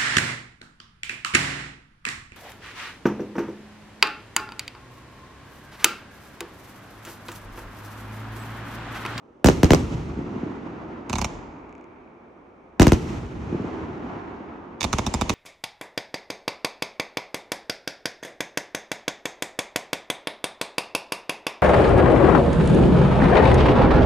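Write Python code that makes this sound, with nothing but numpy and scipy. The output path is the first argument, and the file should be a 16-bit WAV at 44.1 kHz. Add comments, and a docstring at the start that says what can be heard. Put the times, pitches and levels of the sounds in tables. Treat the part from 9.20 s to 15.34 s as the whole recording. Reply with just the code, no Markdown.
"""Open country at night: a multi-shot firework cake, heard through a small stereo recorder.
Shells burst overhead in two salvos as pressure jumps with a double front; each returns from the ground
at once, from far walls later, and as filtered noise from the landscape for seconds, ever duller.
Lift charges pop on the right: a crack and a swell of noise ring tube resonances, over a low thump.
A steady far rumble of shaped noise lies beneath."""
import sys
import numpy as np
from scipy import signal
from scipy.fft import rfft, irfft, next_fast_len
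from scipy.io import wavfile

SR = 44100
rng = np.random.default_rng(int(sys.argv[2]) if len(sys.argv) > 2 else 0)


def inscribe(sig):
    """Save sig as 16-bit PCM at rate SR to the path in sys.argv[1].

    A 1-D sig is mono; a 2-D sig holds one channel per row.
    Samples are clipped to [-1, 1] before scaling.
    """
    pcm = np.round(np.clip(np.atleast_2d(sig).T, -1, 1) * 32767)
    wavfile.write(sys.argv[1], SR, pcm.astype(np.int16))


N = 270774
LEFT_RIGHT = np.array([[1], [-1]])   # sign of a level difference in the two channels

# Shell bursts overhead: [t/s, relative level/dB, blast length/ms, left minus right/dB,
# second front delay/ms, second front level/dB, ground bounce delay/ms, bounce level/dB,
# bounce tick level/dB, tick delay/ms, extra cliff delay/ms, cliff echo level/dB,
# near land scatter level/dB (also sets the overload hash), far land scatter level/dB]
BURST_EVENTS = [(0.2443, -6.5, 1.76, -8, 0.73, -2, 13.5, -21.5, -23.5, 12, -0.1, -25.5, -2, -0.5),
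                (0.2594, -13, 2.8, 6, 0.62, -11.5, 11.7, -9, 7.5, 11.6, 0.6, -14.5, 1.5, -1.5),
                (0.286, -3.5, 0.63, 5, 0.75, -8.5, 12.6, -12, -15, 12, -1.1, -23, -3, -6),
                (.4320, -2.5, 1.87, 3, 0.66, -7, 11.6, -14, -7, 12.5, 0.9, -24, -1.5, 0.5),
                (0.5059, -0.5, 1.6, 1.5, 0.64, 0, 12, -13.5, -13.5, 13.4, -3, -25, -1, -6.5),
                (0.5337, -5, 0.72, 6.5, 0.93, -7.5, 13, -10.5, -3.5, 13.4, 2, -22.5, -3, -8),
                (3.597, 0.5, 1.77, 2.5, 0.71, -1, 11.3, -21.5, -15, 12.3, 0.2, -26.5, 1.5, 3),
                (3.6172, -8, 1.43, 8, 1.07, -6.5, 13, -7, -1, 11.5, 0.7, -14, -3.5, 1.5),
                (3.62, -16, 2.4, -1, 0.7, 4, 15, -24, -2, 11.4, 3, -14.5, -5.5, -3),
                (3.6686, -4.5, 2, 4.5, 1.37, -11, 13.4, -18, -8, 12.2, 0.7, -22.5, -3, 1),
                (3.72, -6.5, 1.94, 4, 1.53, -15, 11.3, -14, -9, 13.3, -3.5, -18, -5, -10.5)]
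# Lift charges in the tubes: [t/s, pop level/dB, thump level/dB, left minus right/dB,
# ground bounce level/dB, bounce delay/ms, land scatter level/dB,
# first, second, fourth and fifth resonance f/Hz, extra level of each of five resonances/dB]
LIFT_EVENTS = [(1.8976, -21, -17, -3.5, -4, 6.2, -18.5, 1040, 2250, 4300, 6250, 4, -2, 5, -10, 2),
               (1.9307, -16.5, -13, -6, -1, 6.7, -14, 990, 2500, 5240, 6500, 4, -2.5, 4, -8, -11),
               (1.9563, -17.5, -17, -8, -5, 6.6, -14, 947, 2220, 4140, 6200, 1.5, -4, 4, -2, -8),
               (1.9848, -18, -18.5, -3, -2.5, 7, -20.5, 1080, 2170, 5000, 6000, 4, -5.5, 5, -1, 21),
               (2.0156, -17.5, -15.5, -7.5, -3, 7, -19, 950, 2310, 4400, 6200, 3.5, -1.5, 1, 4.5, 0),
               (2.0458, -17.5, -18.5, -5, -6.5, 7, -17, 940, 2260, 5430, 6250, 7.5, 2, 6, 3.5, 3),
               (5.609, -10, -39, -5.5, 3, 7.6, -11.5, 1100, 2330, 4270, 6000, -10, -5.5, 4.5, -8, -1),
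               (5.6302, -13.5, -27, -10, -8, 6.5, -15, 1090, 2550, 4650, 6950, -10, -1, 3.5, 1, -5),
               (5.6423, -17, -14.5, -8.5, -1, 5.8, -16, 920, 2340, 4120, 7000, 6, 1, 13.5, 3, -5),
               (5.7301, -10, -12, -5, 0, 6.2, -8, 1130, 2320, 5360, 6500, 2.5, -6.5, 6, -4.5, -19),
               (5.7855, -13.5, -12, -8, 0.5, 6.4, -12.5, 900, 2160, 4700, 6300, 4.5, -3.5, 2, -12, -16),
               (5.8659, -14, -11, -2.5, -4.5, 7, -12, 925, 2680, 5150, 6160, 1.5, -5.5, 9, 2.5, -13),
               (5.9403, -10, -11, -5, -2.5, 6.6, -9.5, 950, 2040, 4930, 7100, -0.5, -12.5, 2, -1, 14.5),
               (6.0126, -9.5, -9.5, -7, 2.5, 6.1, -11, 980, 2330, 4300, 6940, -1.5, -8.5, 3.5, -12, 4),
               (6.0959, -8.5, -10, -5, -0.5, 6.3, -7, 970, 2360, 5240, 6500, 0, -1.5, 8, -7, -21)]


def from_db(db):
    """Amplitude ratio of a level: 20 dB are a factor of ten."""
    return np.exp(np.asarray(db) * (np.log(10) / 20))


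def rms_one(x):
    """Normalise the effective value (root mean square) to 1."""
    return x / np.sqrt(np.mean(x ** 2) + 1e-20)


def at_hz(points, hz):
    """Interpolate a spectrum linearly along logarithmic frequency."""
    points = np.array(points)
    return np.interp(np.log(hz), np.log(points[:, 0]), points[:, 1])


def butter(x, hz, kind, order=2):
    """Butterworth filter: maximally flat passband."""
    sections = signal.butter(order, hz, kind, fs=SR, output="sos")
    return signal.sosfilt(sections, np.asarray(x) + 1e-18)


def resonance(x, hz, width_hz):
    """Damped resonator: a pole pair passes a band around hz with a peak gain of about 1."""
    r = np.exp(-np.pi * width_hz / SR)
    zeros = np.array([1, 0, -1]) * (1 - r * r) / 2
    poles = [1, -2 * r * np.cos(2 * np.pi * hz / SR), r * r]
    return signal.lfilter(zeros, poles, x + 1e-18)


def later(x, s):
    """Propagation delay of s seconds."""
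    lag = round(s * SR)
    return np.concatenate([np.zeros(lag), x[:N - lag]])


def drift(rate_hz):
    """Slow random fluctuation of rms 1: white noise through two equal low-pass poles."""
    r = np.exp(-80 * np.pi * rate_hz / SR)   # one step spans 40 samples
    noise = rng.standard_normal(N // 40 + 2002)
    slow = signal.lfilter([1], [1, -2 * r, r * r], noise)[2000:]
    return np.interp(np.arange(N) / 40, np.arange(len(slow)), rms_one(slow))


def clicks(rows, column):
    """Impulse excitation: one impulse an event, its level taken from a column."""
    out = np.zeros(N)
    for row in rows:
        out[round(row[0] * SR)] += from_db(row[column])
    return out


def blast(length_ms):
    """Blast wave: a pressure jump decays through zero after length_ms into a suction phase."""
    u = np.arange(SR // 20) / SR / (length_ms / 1000)
    return (1 - u) * np.exp(-u)


def puff(hits, fade_s):
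    """Exponential decay: dying noise after each hit, partly own to each channel."""
    r = np.exp(-1 / (fade_s * SR))
    shared, own = rng.standard_normal(N), rng.standard_normal((2, N))
    envelope = signal.lfilter([1], [1, -r], hits + 1e-18)
    return envelope * (0.41 * shared + 0.2 * own)


def banded_noise(spectrum, patchy_db, high_grain, shape=lambda hz: 0, octaves=.5):
    """Partly coherent noise in bands: each has its level over time and its left-right correlation."""
    # Coherence of the channels: [f/Hz, left-right correlation]
    likeness = [(60, 1), (180, 0.97), (550, 0.58), (1650, 0.03), (4970, 0.63), (15000, 0.16)]
    # Balance of the channels: [f/Hz, left minus right/dB]
    balance = [(60, 1), (240, -1), (950, -1.5), (3770, -1), (15000, 2.5)]
    out, power, together = 0, 0, drift(25)
    edges = 30 * 2 ** np.arange(0, 9.1, octaves)
    white = rng.standard_normal((2, 2, N))   # neighbouring bands use different noise
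    for k, (low, high) in enumerate(zip(edges, edges[1:])):
        mid, side = butter(white[k % 2], [low, high], "band", order=3)
        hz = np.sqrt(low * high)
        alike = np.clip(at_hz(likeness, hz), -1, 1)
        lean = from_db(at_hz(balance, hz) / 2 * LEFT_RIGHT)
        # full fluctuation below 300 Hz, sinking above it to the share high_grain
        grain_db = patchy_db * np.clip(300 / hz, high_grain, 1)
        gain = from_db(shape(hz) + grain_db * (1.06 * together + 0.4 * drift(30)))
        stereo = np.sqrt(1 + alike) * mid + np.sqrt(1 - alike) * side * LEFT_RIGHT
        out = out + gain * lean * stereo
        power += from_db(2 * at_hz(spectrum, hz)) * (high - low) * 4 / SR
    padded = next_fast_len(N + SR // 4)
    colour = from_db(at_hz(spectrum, np.arange(padded // 2 + 1) * SR / padded + 1))
    return irfft(rfft(out, padded) * colour, padded)[:, :N] / np.sqrt(power)


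def overlap_db(events, answer_db):
    """Incoherent superposition: each event starts the same answer, and their powers add."""
    steps = np.arange(0, N + 64, 64) / SR
    power = sum(from_db(2 * (db + answer_db(steps - s))) * (steps > s) for s, db in events)
    return np.interp(np.arange(N) / SR, steps, 10 * np.log10(power + 1e-12))


def wall(x, delay_s, db, low_hz, high_hz):
    """Specular echo: one distant surface returns a band of the sound."""
    return from_db(db) * later(butter(x, [low_hz, high_hz], "band"), delay_s)


def night_rumble():
    """Stationary noise: a lasting far rumble with a fixed spectrum and small fluctuations."""
    # Colour of the rumble: [f/Hz, relative level per Hz/dB]
    rumble_colour = [(18, -37), (30, -1.5), (122, -4.5), (325, -1.5), (510, -4), (1260, -8), (1540, -18),
                     (2470, -23.5), (4750, -39.5), (6100, -36.5), (6570, -41), (12000, -55), (15600, -74),
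                     (22000, -120)]
    return from_db(-55.5) * banded_noise(rumble_colour, patchy_db=1.2, high_grain=.3, octaves=1)


def bursts():
    """Blast waves and reflection: double fronts, overload hash, a ground bounce, far walls and a cliff."""
    # Far walls that return a band of each burst: [delay t/s, level/dB, low f/Hz, high f/Hz]
    burst_walls = [(0.189, -48, 81.2, 398), (0.228, -38, 69.6, 350)]
    waves, shaded, bounced, ticks, cliff = np.zeros((5, 2, N))

    def add(track, s, wave):
        """Linear superposition of a wave that arrives at s seconds."""
        start = round(s * SR)
        track[:, start:start + wave.shape[1]] += wave

    for (s, db, length_ms, pan_db, second_ms, second_db, bounce_ms, bounce_db,
         tick_db, tick_ms, cliff_ms, cliff_db, *_) in BURST_EVENTS:
        wave = from_db(db + 15.5 + pan_db / 2 * LEFT_RIGHT) * blast(length_ms)
        add(ticks, s + tick_ms / 1000, from_db(tick_db) * wave)
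        # the second front carries the highs only
        lag = round(second_ms / 1000 * SR)
        wave[:, lag:] += from_db(second_db) * butter(wave[:, :-lag], 1380, "high")
        add(waves, s, wave)
        # from overhead the body of the recorder shades the front; longer blasts are slightly duller
        add(shaded, s, butter(wave, 3830 / length_ms ** 0.084, "low", order=4))
        add(bounced, s + bounce_ms / 1000, from_db(bounce_db) * wave)
        add(cliff, s + .726 + cliff_ms / 1000, from_db(cliff_db) * wave)
    # something close to the recorder returns the highs of the front
    near_echo = from_db(-18.5) * butter([later(side, .0024) for side in shaded], 1420, "high")
    # the bounce comes as a dull body and a bright tick, later and at another level in the right port
    bounced = butter(bounced, 1500, "low") + butter(ticks, [4550, 7600], "band")
    ground = np.array([bounced[0], later(bounced[1], 0.00034)]) * from_db(-11 / 2 * LEFT_RIGHT)
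    # ragged overload noise for a few ms on each burst
    ragged = puff(clicks(BURST_EVENTS, column=-2), fade_s=0.003)
    overload_hash = from_db(-13.5) * butter(ragged, 1300, "high", order=1)
    far = butter(cliff.mean(axis=0), [144, 365], "band")
    far = far + sum(wall(waves.mean(axis=0), *row) for row in burst_walls)
    return shaded + near_echo, ground, overload_hash, far


def burst_scatter():
    """Diffuse scattering and air absorption: land answers each burst, the treble sinking with delay."""
    # Colour of the scatter: [f/Hz, relative level per Hz/dB]
    land_colour = [(18, -49), (30, -11), (70, 0), (124, -2.5), (245, 1), (345, -1), (540, -11.5),
                   (913, -9.5), (1350, -14.5), (1750, -20.5), (2410, -25), (3310, -35.5), (6380, -58.5),
                   (10200, -69.5), (16000, -80.5)]
    # Stretches of land, near to far: [delay of the loudest moment t/s, level/dB, swell/(dB/s),
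    # fade/(dB/s), bass lift/dB, middle lift/dB, treble lift/(dB/octave)]
    stretches = [(0.016, -21, -8.5, 336.5, 5.5, 0.5, -0.6), (0.062, -34.5, 202, 47, 8.5, -3.5, 0.6),
                 (.3, -38, 108.5, 92, 15, 1, 1.2), (.56, -46.5, 136, 42, 13.5, -18.5, 4.5),
                 (.75, -41, 48.5, 14, 0.5, -1, 1.06), (.92, -49.5, 57, 37.5, -2.5, 5.5, 1.5),
                 (1.3, -50, 44.5, 28.5, -2, 5.5, 2.4), (1.7, -51, 2.5, 11, -5, 7, 1.5),
                 (3.1, -70.5, 20, 5, -6.5, 12, 0)]
    # Land that only the later salvo reaches: columns as above
    later_stretches = [(.93, -52.5, 60, 45.14, 0.5, 4, 0.5), (1.33, -50.5, 69, 55.4, 0.55, 7.8, -1.7)]
    # Gain of the later salvo, elsewhere in the sky, on each far stretch: [level/dB]
    later_gains = [-3.5, 0.5, 0, 1, 2.5, -2, -1]
    near, far = stretches[:2], stretches[2:]
    moved = [(at, db + gain_db, *rest) for (at, db, *rest), gain_db in zip(far, later_gains)]
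    moved = moved + later_stretches
    near_events = [(row[0], row[-2]) for row in BURST_EVENTS]
    first_salvo = [(row[0], row[-1]) for row in BURST_EVENTS if row[0] < 3]
    later_salvo = [(row[0], row[-1]) for row in BURST_EVENTS if row[0] > 3]

    def level_db(hz):
        """Energy addition of the near and far answers in one band."""
        bass, middle = np.clip(np.log2(250 / hz), 0, 1), np.clip(np.log2(hz / 400), 0, 1)
        treble = max(np.log2(hz / 1500), 0)   # octaves above 1500 Hz

        def answer_db(s, lands):
            """Rise and decay of the scatter at s seconds after a burst."""
            s = np.maximum(s, 0)
            power = 0
            for at, db, swell, fade, bass_db, middle_db, treble_db in lands:
                peak_db = db + bass_db * bass + middle_db * middle + treble_db * treble
                slope_db = swell * np.maximum(at - s, 0) + fade * np.maximum(s - at, 0)
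                power = power + from_db(2 * (peak_db - slope_db))
            # air: the tilt per octave sinks from 11.5 to -6.5 dB with a time constant of 1 s
            tilt_db = -6.5 + (11.5 + 6.5) * np.exp(-s)
            return 10 * np.log10(power + 1e-30) + tilt_db * treble

        near_db = overlap_db(near_events, lambda s: answer_db(s, near))
        first_db = overlap_db(first_salvo, lambda s: answer_db(s, far))
        later_db = overlap_db(later_salvo, lambda s: answer_db(s, moved))
        return 10 * np.log10(from_db(2 * near_db) + from_db(2 * first_db) + from_db(2 * later_db))

    return banded_noise(land_colour, patchy_db=0.78, high_grain=.9, shape=level_db)


def lifts():
    """Tube resonance: crack and noise ring the mouth, a low push swings back, ground and walls reflect."""
    # Bandwidth of the five tube resonances: [width f/Hz]
    tube_widths = (424, 347, 250, 484, 500)
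    # Common level of the five tube resonances: [level/dB]
    tube_levels = (2.5, 6.5, -5.5, -5, -22)
    # Far walls that return a band of an impulse per lift: [delay t/s, level/dB, low f/Hz, high f/Hz]
    lift_walls = [(.596, -1, 2050, 2550), (.83, -8, 2100, 2550), (.41, -8, 2050, 2550),
                  (.596, -29, 5300, 7200)]
    swell_s, fade_s = 0.0018, 0.0045   # noise swells for about 2 ms up to the crack, then dies away
    mouth, ground, span = np.zeros((2, N + SR)), np.zeros((2, N + SR)), SR // 20
    lead = round(.006 * SR)
    since = (np.arange(span) - lead) / SR
    envelope = np.exp(np.minimum(since / swell_s, -since / fade_s))
    crack = np.concatenate([np.zeros(lead), blast(0.25)])[:span]
    for (s, db, _, pan_db, ground_db, ground_ms, _,
         first_hz, second_hz, fourth_hz, fifth_hz, *own_db) in LIFT_EVENTS:
        noise = 0.37 * rng.standard_normal(span) + 0.34 * rng.standard_normal((2, span))
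        drive = from_db(8) * crack + from_db(-1.5) * envelope * noise
        tube_hz = (first_hz, second_hz, 3570, fourth_hz, fifth_hz)   # the third is alike in all tubes
        pop = 0
        for hz, width_hz, level_db, extra_db in zip(tube_hz, tube_widths, tube_levels, own_db):
            pop = pop + from_db(level_db + extra_db) * resonance(drive, hz, width_hz)
        pop = pop * from_db(db + pan_db / 2 * LEFT_RIGHT)
        start = round(s * SR) - lead
        back = round((s + ground_ms / 1000) * SR) - lead
        mouth[:, start:start + span] += pop
        ground[:, back:back + span] += from_db(ground_db) * pop
    mouth, ground = mouth[:, :N], butter(ground[:, :N], 2900, "low", order=1)
    # the low push, followed by a swing of opposite sign
    push = signal.fftconvolve(clicks(LIFT_EVENTS, column=2), blast(2.2))[:N]
    thump = butter(from_db(0.5) * later(push, 0.00627) - push, 252, "low")
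    # the gas column of a tube rings on the push
    thump = thump + from_db(-2) * resonance(thump, 184, 67)
    echoes = sum(wall(clicks(LIFT_EVENTS, column=6), *row) for row in lift_walls)
    return mouth + ground + thump + echoes


def lift_scatter():
    """Reverberant decay: the land answers each lift with noise that fades at a rate set by frequency."""
    # Colour of the scatter: [f/Hz, relative level per Hz/dB]
    lift_colour = [(18, -32), (30, 9), (273, -5.5), (540, -14.5), (962, -9.5), (1430, -24), (2060, -18.5),
                   (3000, -20), (4300, -28.5), (6210, -35), (11400, -35.5), (16000, -64)]
    # Fading of the scatter: [f/Hz, time to fall by 60 dB t/s]
    lift_fade = [(60, 1.47), (300, 1.1), (1000, 2.2), (2500, 0.85), (6000, 0.84), (12000, 0.11)]
    events = [(row[0], row[6]) for row in LIFT_EVENTS]

    def level_db(hz):
        """Exponential decay in one band, summed over the lifts."""
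        return -23.5 + overlap_db(events, lambda s: -60 * np.maximum(s, 0) / at_hz(lift_fade, hz))

    return banded_noise(lift_colour, patchy_db=0.8, high_grain=0.67, shape=level_db)


def lingering_hiss():
    """Narrow-band reverberation: the second tube resonance lingers in the scatter of the lifts."""
    hz, width_hz, t60_s = 2280, 380, 9
    hiss = resonance(rng.standard_normal((2, N)), hz, width_hz)
    hiss = resonance(hiss, hz, width_hz)
    events = [(row[0], row[6]) for row in LIFT_EVENTS]
    level_db = -51.5 + overlap_db(events, lambda s: -60 * s / t60_s)
    return from_db(level_db) * rms_one(hiss)


def treble_resonance(x):
    """Resonance: a band near 6.5 kHz rings on the burst hash, the lifts and both scatters."""
    return x + from_db(11.5) * resonance(x, 6454, 1500)


def scene():
    """Superposition of all sources at the microphone ports."""
    night = night_rumble()
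    waves, ground, overload_hash, walls = bursts()
    ringing = treble_resonance(overload_hash + burst_scatter() + lifts() + lift_scatter())
    return night + waves + ground + walls + ringing + lingering_hiss()


def record(dry):
    """Saturation and dispersion: the capsule overloads, filters delay the lows, peaks are rounded."""
    # Crossovers of the band-splitting filters: [f/Hz]
    crossovers = (62, 160, 410, 1050)
    overload, ceiling, crossover_q = 1.124, 1.1, 1.1
    x = butter(overload * np.tanh(dry / overload), 40, "high")
    # the recorder favours one low band
    x = x + resonance(x, 320, 286)
    # all-pass filters turn a jump into a falling chirp
    for hz in crossovers:
        w = 2 * np.pi * hz / SR
        a = np.sin(w) / (2 * crossover_q)
        x = signal.lfilter([1 - a, -2 * np.cos(w), 1 + a], [1 + a, -2 * np.cos(w), 1 - a], x)
    x = ceiling * np.tanh(x / ceiling)
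    # steep upper band limit at 15.8 kHz
    return signal.sosfilt(signal.ellip(12, .5, 110, 15800, fs=SR, output="sos"), x)


dry = scene()
out = record(dry)
inscribe(out)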